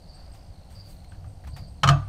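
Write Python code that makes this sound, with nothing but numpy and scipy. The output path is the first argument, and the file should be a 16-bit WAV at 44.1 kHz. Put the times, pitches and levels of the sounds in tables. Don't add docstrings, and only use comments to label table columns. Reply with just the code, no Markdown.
import sys
import numpy as np
from scipy import signal
from scipy.fft import rfft, irfft
from scipy.io import wavfile
from scipy.ndimage import uniform_filter1d

SR = 44100
rng = np.random.default_rng(int(sys.argv[2]) if len(sys.argv) > 2 else 0)


def generate_wav(sig):
    pcm = np.round(np.clip(np.atleast_2d(sig).T, -1, 1) * 32767).astype(np.int16)
    wavfile.write(sys.argv[1], SR, pcm)


def gain_from_db(level_db):
    decades = np.asarray(level_db, float) / 20
    return 10 ** decades


N = 91772


def level(x, db):
    return x * gain_from_db(db) / np.sqrt(np.mean(x ** 2))


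def colour(x, points, tilt_db=0.):
    octave = np.log2(np.maximum(np.fft.rfftfreq(len(x), 1 / SR), 1))
    hz, db = np.array(points, float).T
    gain_db = np.interp(octave, np.log2(hz), db) + tilt_db * (octave - 10)
    return irfft(rfft(x) * gain_from_db(gain_db), len(x))


def ring(x, hz, t60):
    decay = np.log(1000) / (abs(t60) * SR)
    pole = np.exp(2j * np.pi * hz / SR - decay)
    return signal.lfilter([1], [1, -pole], x).imag


def fade(start, attack, t60):
    out = np.zeros(N)
    first = int(start * SR) + 1
    t = np.arange(first, N) / SR - start
    out[first:] = (1 - np.exp(-t / abs(attack))) * np.exp(-np.log(1000) * t / abs(t60))
    return out


def partial(start, hz, swell, t60, phase=0.):
    out = fade(start, swell, t60)
    first = int(start * SR)
    t = np.arange(first, N) / SR - start
    out[first:] *= np.sin(2 * np.pi * hz * t + phase)
    return out


def walk(rate):
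    k = int(SR / rate)
    w = uniform_filter1d(uniform_filter1d(rng.standard_normal(N), k), k)
    return w / w.std()


def curve(rows, axis, end):
    r = np.array(rows, float)
    return np.interp(np.arange(N) / SR, np.append(r[:, 0], N / SR), np.append(r[:, axis], end))


# (time [s], level [dB], brightness [dB/octave], beam level [dB], beam brightness [dB/octave])
LATCH_BLOWS = [
    (1.832, -49, 1, -60, -3),
    (1.8331, -10, -1.5, -36, -15),
    (1.8400, -21, -1.5, -18, -2.5),
    (1.8744, -16, 0.5, -42, 0),
    (1.8881, -10.5, 1, -29, 4.5),
    (1.898, -26.5, -1, -25, -6),
    (1.9100, -29.5, -18, -27.5, 2),
]
# (frequency [Hz], level [dB], t60 [s])
TUBE_MODES = [(703, -13, 0.074), (955, -17, 0.06), (1258, 6.5, 0.038), (1458, -15, .05),
              (1599, -16.5, 0.13), (1806, -14.5, 0.079), (2200, -5, 0.018), (3028, 1.5, 0.02),
              (3840, -20, 0.037), (4250, -10, 0.038), (5050, -20.5, 0.052), (5694, -12.5, 0.034),
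              (6720, -5, 0.011), (7900, -26, .04)]
# (frequency [Hz], level [dB], t60 [s])
BEAM_MODES = [(560, -19, 0.23), (401, -30.5, 0.47), (671.5, -16.5, 0.35), (788, -20.5, 0.46),
              (941, -23, 0.12), (1070, -4.5, 0.13), (1154, -8, 0.25), (1183.3, -9.5, 0.49),
              (1225, -11, 0.46), (1319, -24, 0.3), (1494, -15.5, 0.28), (1617, -23, 0.27),
              (2608, -10, 0.12), (3150, -14.5, 0.14)]
# (frequency [Hz], density [dB/Hz])
CRACK_COLOUR = [(300, -22.5), (600, -8), (1250, 3), (2000, -9.5), (3100, -8), (6000, -14.5), (8500, -22.5),
                (15000, -38.5)]
CONTACT_S, BEAM_SWELL_S, BEAM_ROUGH_DB = 0.0016, 0.0012, 3.0
CRACK_DB, CRACK_T60_S = -5.5, 0.069
RATTLE_DB, RATTLE_T60_S, RATTLE_TILT_DB = -9.5, 0.12, -4
ECHO_DB, ECHO_T60_S = -21.5, 0.42


def latch_blows():
    out = np.zeros(N)
    beam = [0] * len(BEAM_MODES)
    seat = 2 * np.pi * rng.random(len(TUBE_MODES))
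    for s, db, tilt_db, beam_db, beam_tilt_db in LATCH_BLOWS:
        tube = 0
        for (hz, g, t60), phase in zip(TUBE_MODES, seat):
            tube = tube + gain_from_db(g + tilt_db * np.log2(hz / 1000)) * partial(s, hz, CONTACT_S, t60, phase)
        turn = 2 * np.pi * rng.random(len(BEAM_MODES))
        for i, (hz, g, t60) in enumerate(BEAM_MODES):
            gain = gain_from_db(g + beam_db + beam_tilt_db * np.log2(hz / 1000))
            beam[i] = beam[i] + gain * partial(s, hz, BEAM_SWELL_S, t60, turn[i])
        crack = level(colour(rng.standard_normal(N), CRACK_COLOUR, tilt_db), CRACK_DB)
        crack = crack * fade(s, 0.0011, CRACK_T60_S) * gain_from_db(2.5 * walk(500))
        shake = gain_from_db(RATTLE_DB) * fade(s, 0.0091, RATTLE_T60_S)
        echo = gain_from_db(ECHO_DB) * fade(s, 0.039, ECHO_T60_S)
        rattle = level(colour(rng.standard_normal(N), CRACK_COLOUR, RATTLE_TILT_DB), 0) * (shake + echo)
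        out += gain_from_db(db) * (tube + crack + rattle)
    return out + sum(b * gain_from_db(BEAM_ROUGH_DB * walk(61)) for b in beam)


# (time [s], level [dB], t60 [s])
FREED_PARTS = [(1.896, -19, 0.16), (1.9, -25.5, 0.23), (1.907, -51, 0.33), (1.889, -43, .3),
               (1.915, -65, .6), (1.9, -41, 0.63), (1.875, -36.5, 0.41), (1.895, -36, .2),
               (1.955, -37, .25), (1.9, -33, 0.29), (2.1, -40, .12), (1.889, -47, .2), (1.9, -27, 0.19)]
FREED_PITCHES = [694, 634, 6520, 2616, 4320, 1200, 298, 325, 290, 752, 4980, 3220, 1250]


def freed_parts():
    out = np.zeros(N)
    for (s, db, t60), hz in zip(FREED_PARTS, FREED_PITCHES):
        out += gain_from_db(db + 2.5 * walk(60)) * partial(s, hz, BEAM_SWELL_S, t60)
    return out


# (time [s], level [dB])
SHOVES = [
    (1.832, -13.5),
    (1.876, -11),
    (1.889, -19),
    (1.904, -20.5),
]
# (frequency [Hz], level [dB], t60 [s], swell [s])
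FRAME_MODES = [(60.56, -7, 0.55, 0.025), (99.46, -5, 0.73, 0.021), (123, -18, 1, 0.019),
               (140, 9, 0.21, 0.03), (169.9, -7.5, 0.25, 0.012), (237, -33, 0.35, 0.022)]
# (time [s], level [dB], frequency [Hz], t60 [s])
GRIP_NUDGES = [(0.499, -28, 49.6, 0.1), (0.76, -33.5, 99, 0.26), (0.821, -37.5, 98.6, 0.15),
               (1.17, -34, 91.3, 0.33), (1.263, -26.5, 96.2, 0.19), (1.268, -50, 131, 0.081),
               (1.437, -34.5, 68.3, 1), (1.527, -25.5, 98, 0.18), (1.537, -32, 136, 0.2),
               (1.599, -30.5, 97.7, 0.19), (1.614, -32, 140, 0.16)]


def frame():
    out = np.zeros(N)
    for s, db in SHOVES:
        for hz, g, t60, swell in FRAME_MODES:
            out += gain_from_db(db + g) * partial(s, hz, swell, t60)
    for s, db, hz, t60 in GRIP_NUDGES:
        out += gain_from_db(db) * partial(s, hz, 0.0062, t60)
    return out


# (time [s], level [dB], frequency [Hz], t60 [s])
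TICKS = [(0.28, -74, 7500, 0.035), (.698, -54.5, 3020, 0.017), (1.045, -52, 2200, 0.022),
         (1.046, -54, 4200, 0.033), (1.08, -50.5, 724, 0.024), (1.149, -53, 1670, .02),
         (1.12, -41.5, 1540, 0.026), (1.244, -47, 1190, 0.031), (1.439, -51, 1880, 0.017),
         (1.449, -41.5, 1710, 0.0086), (1.476, -53, 1020, 0.21), (1.564, -56, 2200, 0.22),
         (1.573, -41.5, 727, 0.059)]
TICK_CLICK_DB = 3


def ticks():
    out = np.zeros(N)
    for s, db, hz, t60 in TICKS:
        push = rng.standard_normal(N) * fade(s, 0.0003, 0.0034)
        push = push / np.sqrt(np.sum(push ** 2))
        click = colour(push, [(hz / 4, -16), (hz, -2), (hz * 2, -13), (hz * 3.3, -17), (hz * 5.9, -34)])
        modes = partial(s, hz, 0.00037, t60) + 0.39 * partial(s, hz * 0.85, 0.00057, t60)
        out += gain_from_db(db) * (modes + gain_from_db(TICK_CLICK_DB) * 10 * click)
    return out


# (time [s], attack [s], release [s], level [dB], tilt [dB/octave])
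RUBS = [
    (.02, 0.19, 0.35, -58, -5),
    (0.328, 0.022, 0.029, -57, -1.5),
    (0.698, 0.0062, 0.19, -60.5, -1),
    (.83, 0.08, 0.045, -57.5, 3),
    (1.043, 0.0015, 0.0063, -59, -1.5),
    (1.118, .002, 0.038, -53, -5),
    (1.241, 0.0019, 0.036, -45.5, -6),
    (1.437, 0.0043, 0.028, -56, -3.5),
    (1.468, 0.008, 0.012, -47, -3.5),
    (1.562, 0.0031, 0.027, -46.5, -2.5),
]
RUB_GRAIN_DB = -0.5


def rubs():
    out = np.zeros(N)
    t = np.arange(N) / SR
    for s, attack, release, db, tilt_db in RUBS:
        shape = np.clip((t - s) / attack, 0, 1) * np.exp(-np.maximum(t - s - attack, 0) / release)
        grain = rng.standard_normal(N) * gain_from_db(RUB_GRAIN_DB * walk(400))
        out += shape * level(colour(grain, [(300, -26), (900, -6.5), (16000, -17.5)], tilt_db), db)
    return out


def resonate(x, hz, width_hz):
    turn = np.exp(2j * np.pi * np.cumsum(hz + 30 * walk(340)) / SR)
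    pole = [1, -np.exp(-np.pi * width_hz / SR)]
    smooth = signal.lfilter([1], pole, signal.lfilter([1], pole, x / turn))
    return level((smooth * turn).imag, 0)


def stridulate(rate, hz, width_hz, blur, jitter):
    phase = np.cumsum(rate * (1 + jitter * walk(40))) / SR
    clicks = (np.diff(np.floor(phase), prepend=0) > 0) * gain_from_db(1.6 * rng.standard_normal(N))
    return resonate(clicks + blur * rng.standard_normal(N), hz, width_hz)


# (time [s], level
# [dB], start frequency [Hz])
SYLLABLES = [(0.029, -65, 4450), (0.082, -51, 4680), (0.141, -53, 4650), (0.192, -56.5, 4600),
             (0.252, -65, 4700), (0.569, -65, 4460), (0.747, -50.5, 4790), (0.791, -52, 4770),
             (0.849, -52, 4700), (0.901, -65, 4700), (0.984, -65, 4350), (1.04, -67, 4304),
             (1.105, -68, 4360), (1.492, -59, 4600), (1.529, -51.5, 4700), (1.578, -52, 4780),
             (1.631, -54.5, 4650), (1.674, -64, 4750), (1.76, -64, 4400), (1.81, -61.5, 4250)]
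SYLLABLE_SAG_HZ_PER_S, SYLLABLE_T60_S = 3000, 0.33


def calling_cicadas():
    t = np.arange(N) / SR
    starts, _, start_hz = np.array(SYLLABLES).T
    now = np.maximum(np.searchsorted(starts, t) - 1, 0)
    since = np.clip(t - starts[now], 0, 0.1)
    effort = sum(gain_from_db(db) * fade(s, 0.0086, SYLLABLE_T60_S) * (t < s + 0.07) for s, db, _ in SYLLABLES)
    hz = start_hz[now] - SYLLABLE_SAG_HZ_PER_S * since
    song = stridulate(228, hz, width_hz=330, blur=0.045, jitter=0.02)
    return uniform_filter1d(effort, size=200) * song


# (time [s], level [dB], frequency [Hz])
FAR_CICADAS = [
    (0.0, -66.5, 4480),
    (.27, -66, 4650),
    (.45, -67, 4800),
    (.58, -68, 4220),
    (.75, -68.5, 4500),
    (1.0, -69.5, 4250),
    (1.15, -69, 4400),
    (1.3, -75, 4660),
    (1.51, -69, 4390),
    (1.82, -72, 4500),
]
FAR_THROB_RATE, FAR_THROB_DB = 54, 6


def far_cicadas():
    t = np.arange(N) / SR
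    song = resonate(rng.standard_normal(N), curve(FAR_CICADAS, axis=2, end=4440), width_hz=740)
    throb_db = FAR_THROB_DB * np.sin(2 * np.pi * FAR_THROB_RATE * t)
    return song * gain_from_db(curve(FAR_CICADAS, axis=1, end=-70.5) + throb_db)


# (time [s], length [s], level [dB])
CHIRPS = [
    (0.137, 0.04, -62.5),
    (0.317, 0.034, -61),
    (0.708, 0.057, -62),
    (0.884, 0.053, -63),
    (1.075, 0.056, -64.5),
    (1.272, 0.055, -66),
    (1.479, 0.048, -63),
    (1.666, 0.069, -66),
]
KATYDID_HZ = 8320


def katydids():
    t = np.arange(N) / SR
    gate = 0
    for s, length, db in CHIRPS:
        gate = gate + gain_from_db(db) * np.clip((t - s) / 0.0096, 0, 1) * np.clip(1.4 - (t - s) / length, 0, 1)
    chirps = gate * stridulate(130, KATYDID_HZ, width_hz=240, blur=0.072, jitter=0.09)
    chorus = level(ring(rng.standard_normal(N), KATYDID_HZ * 1.027, 0.0054), -74.5)
    return chirps + chorus * gain_from_db(2.0 * walk(41))


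# (frequency [Hz], density [dB/Hz])
AIR_COLOUR = [(200, -4), (400, -16.5), (570, -8), (740, -9.5), (1050, -20.5), (1500, -26.5), (6500, -33.5),
              (15000, -43)]


def air():
    noise = colour(rng.standard_normal(N), [(120, -77)] + list(AIR_COLOUR))
    out = np.zeros(N)
    for hz in 250 * 2. ** np.arange(7):
        octave = [(hz / 2, -40), (hz / 1.463, -6), (hz, 0), (hz * 1.565, -6), (hz * 2, -40)]
        out += gain_from_db(0.17 * walk(15)) * colour(noise, octave)
    return level(out, -57.5)


# (time [s], level [dB])
RUMBLE_SWELL = [
    (0.0, -48.5),
    (1.508, -43.5),
    (1.8, -44),
]
# (frequency [Hz], density [dB/Hz])
RUMBLE_COLOUR = [(8.8, -13), (15, 2), (87, 2), (102, 0.5), (118, -7.5), (188, -6), (215, -35), (260, -19),
                 (340, -24.5), (570, -120)]


def rumble():
    noise = level(colour(rng.standard_normal(N), list(RUMBLE_COLOUR) + [(600, -130)]), 0)
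    return noise * gain_from_db(curve(RUMBLE_SWELL, axis=1, end=-45) + 1.5)


def scene():
    jack = latch_blows() + freed_parts() + frame()
    hands = ticks() + rubs()
    insects = calling_cicadas() + far_cicadas() + katydids()
    return (jack + hands + insects + air() + rumble())[None]


def band_limit(x):
    return signal.sosfilt(signal.butter(12, 16030, fs=SR, output="sos"), x)


def record(dry):
    soft = np.tanh(1.29 * dry) / 1.287
    top_cut = signal.ellip(8, 0.2, 70, 15450, fs=SR, output="sos")
    mix = signal.sosfilt(top_cut, soft)
    return band_limit(mix)


dry = scene()
out = record(dry)
generate_wav(out)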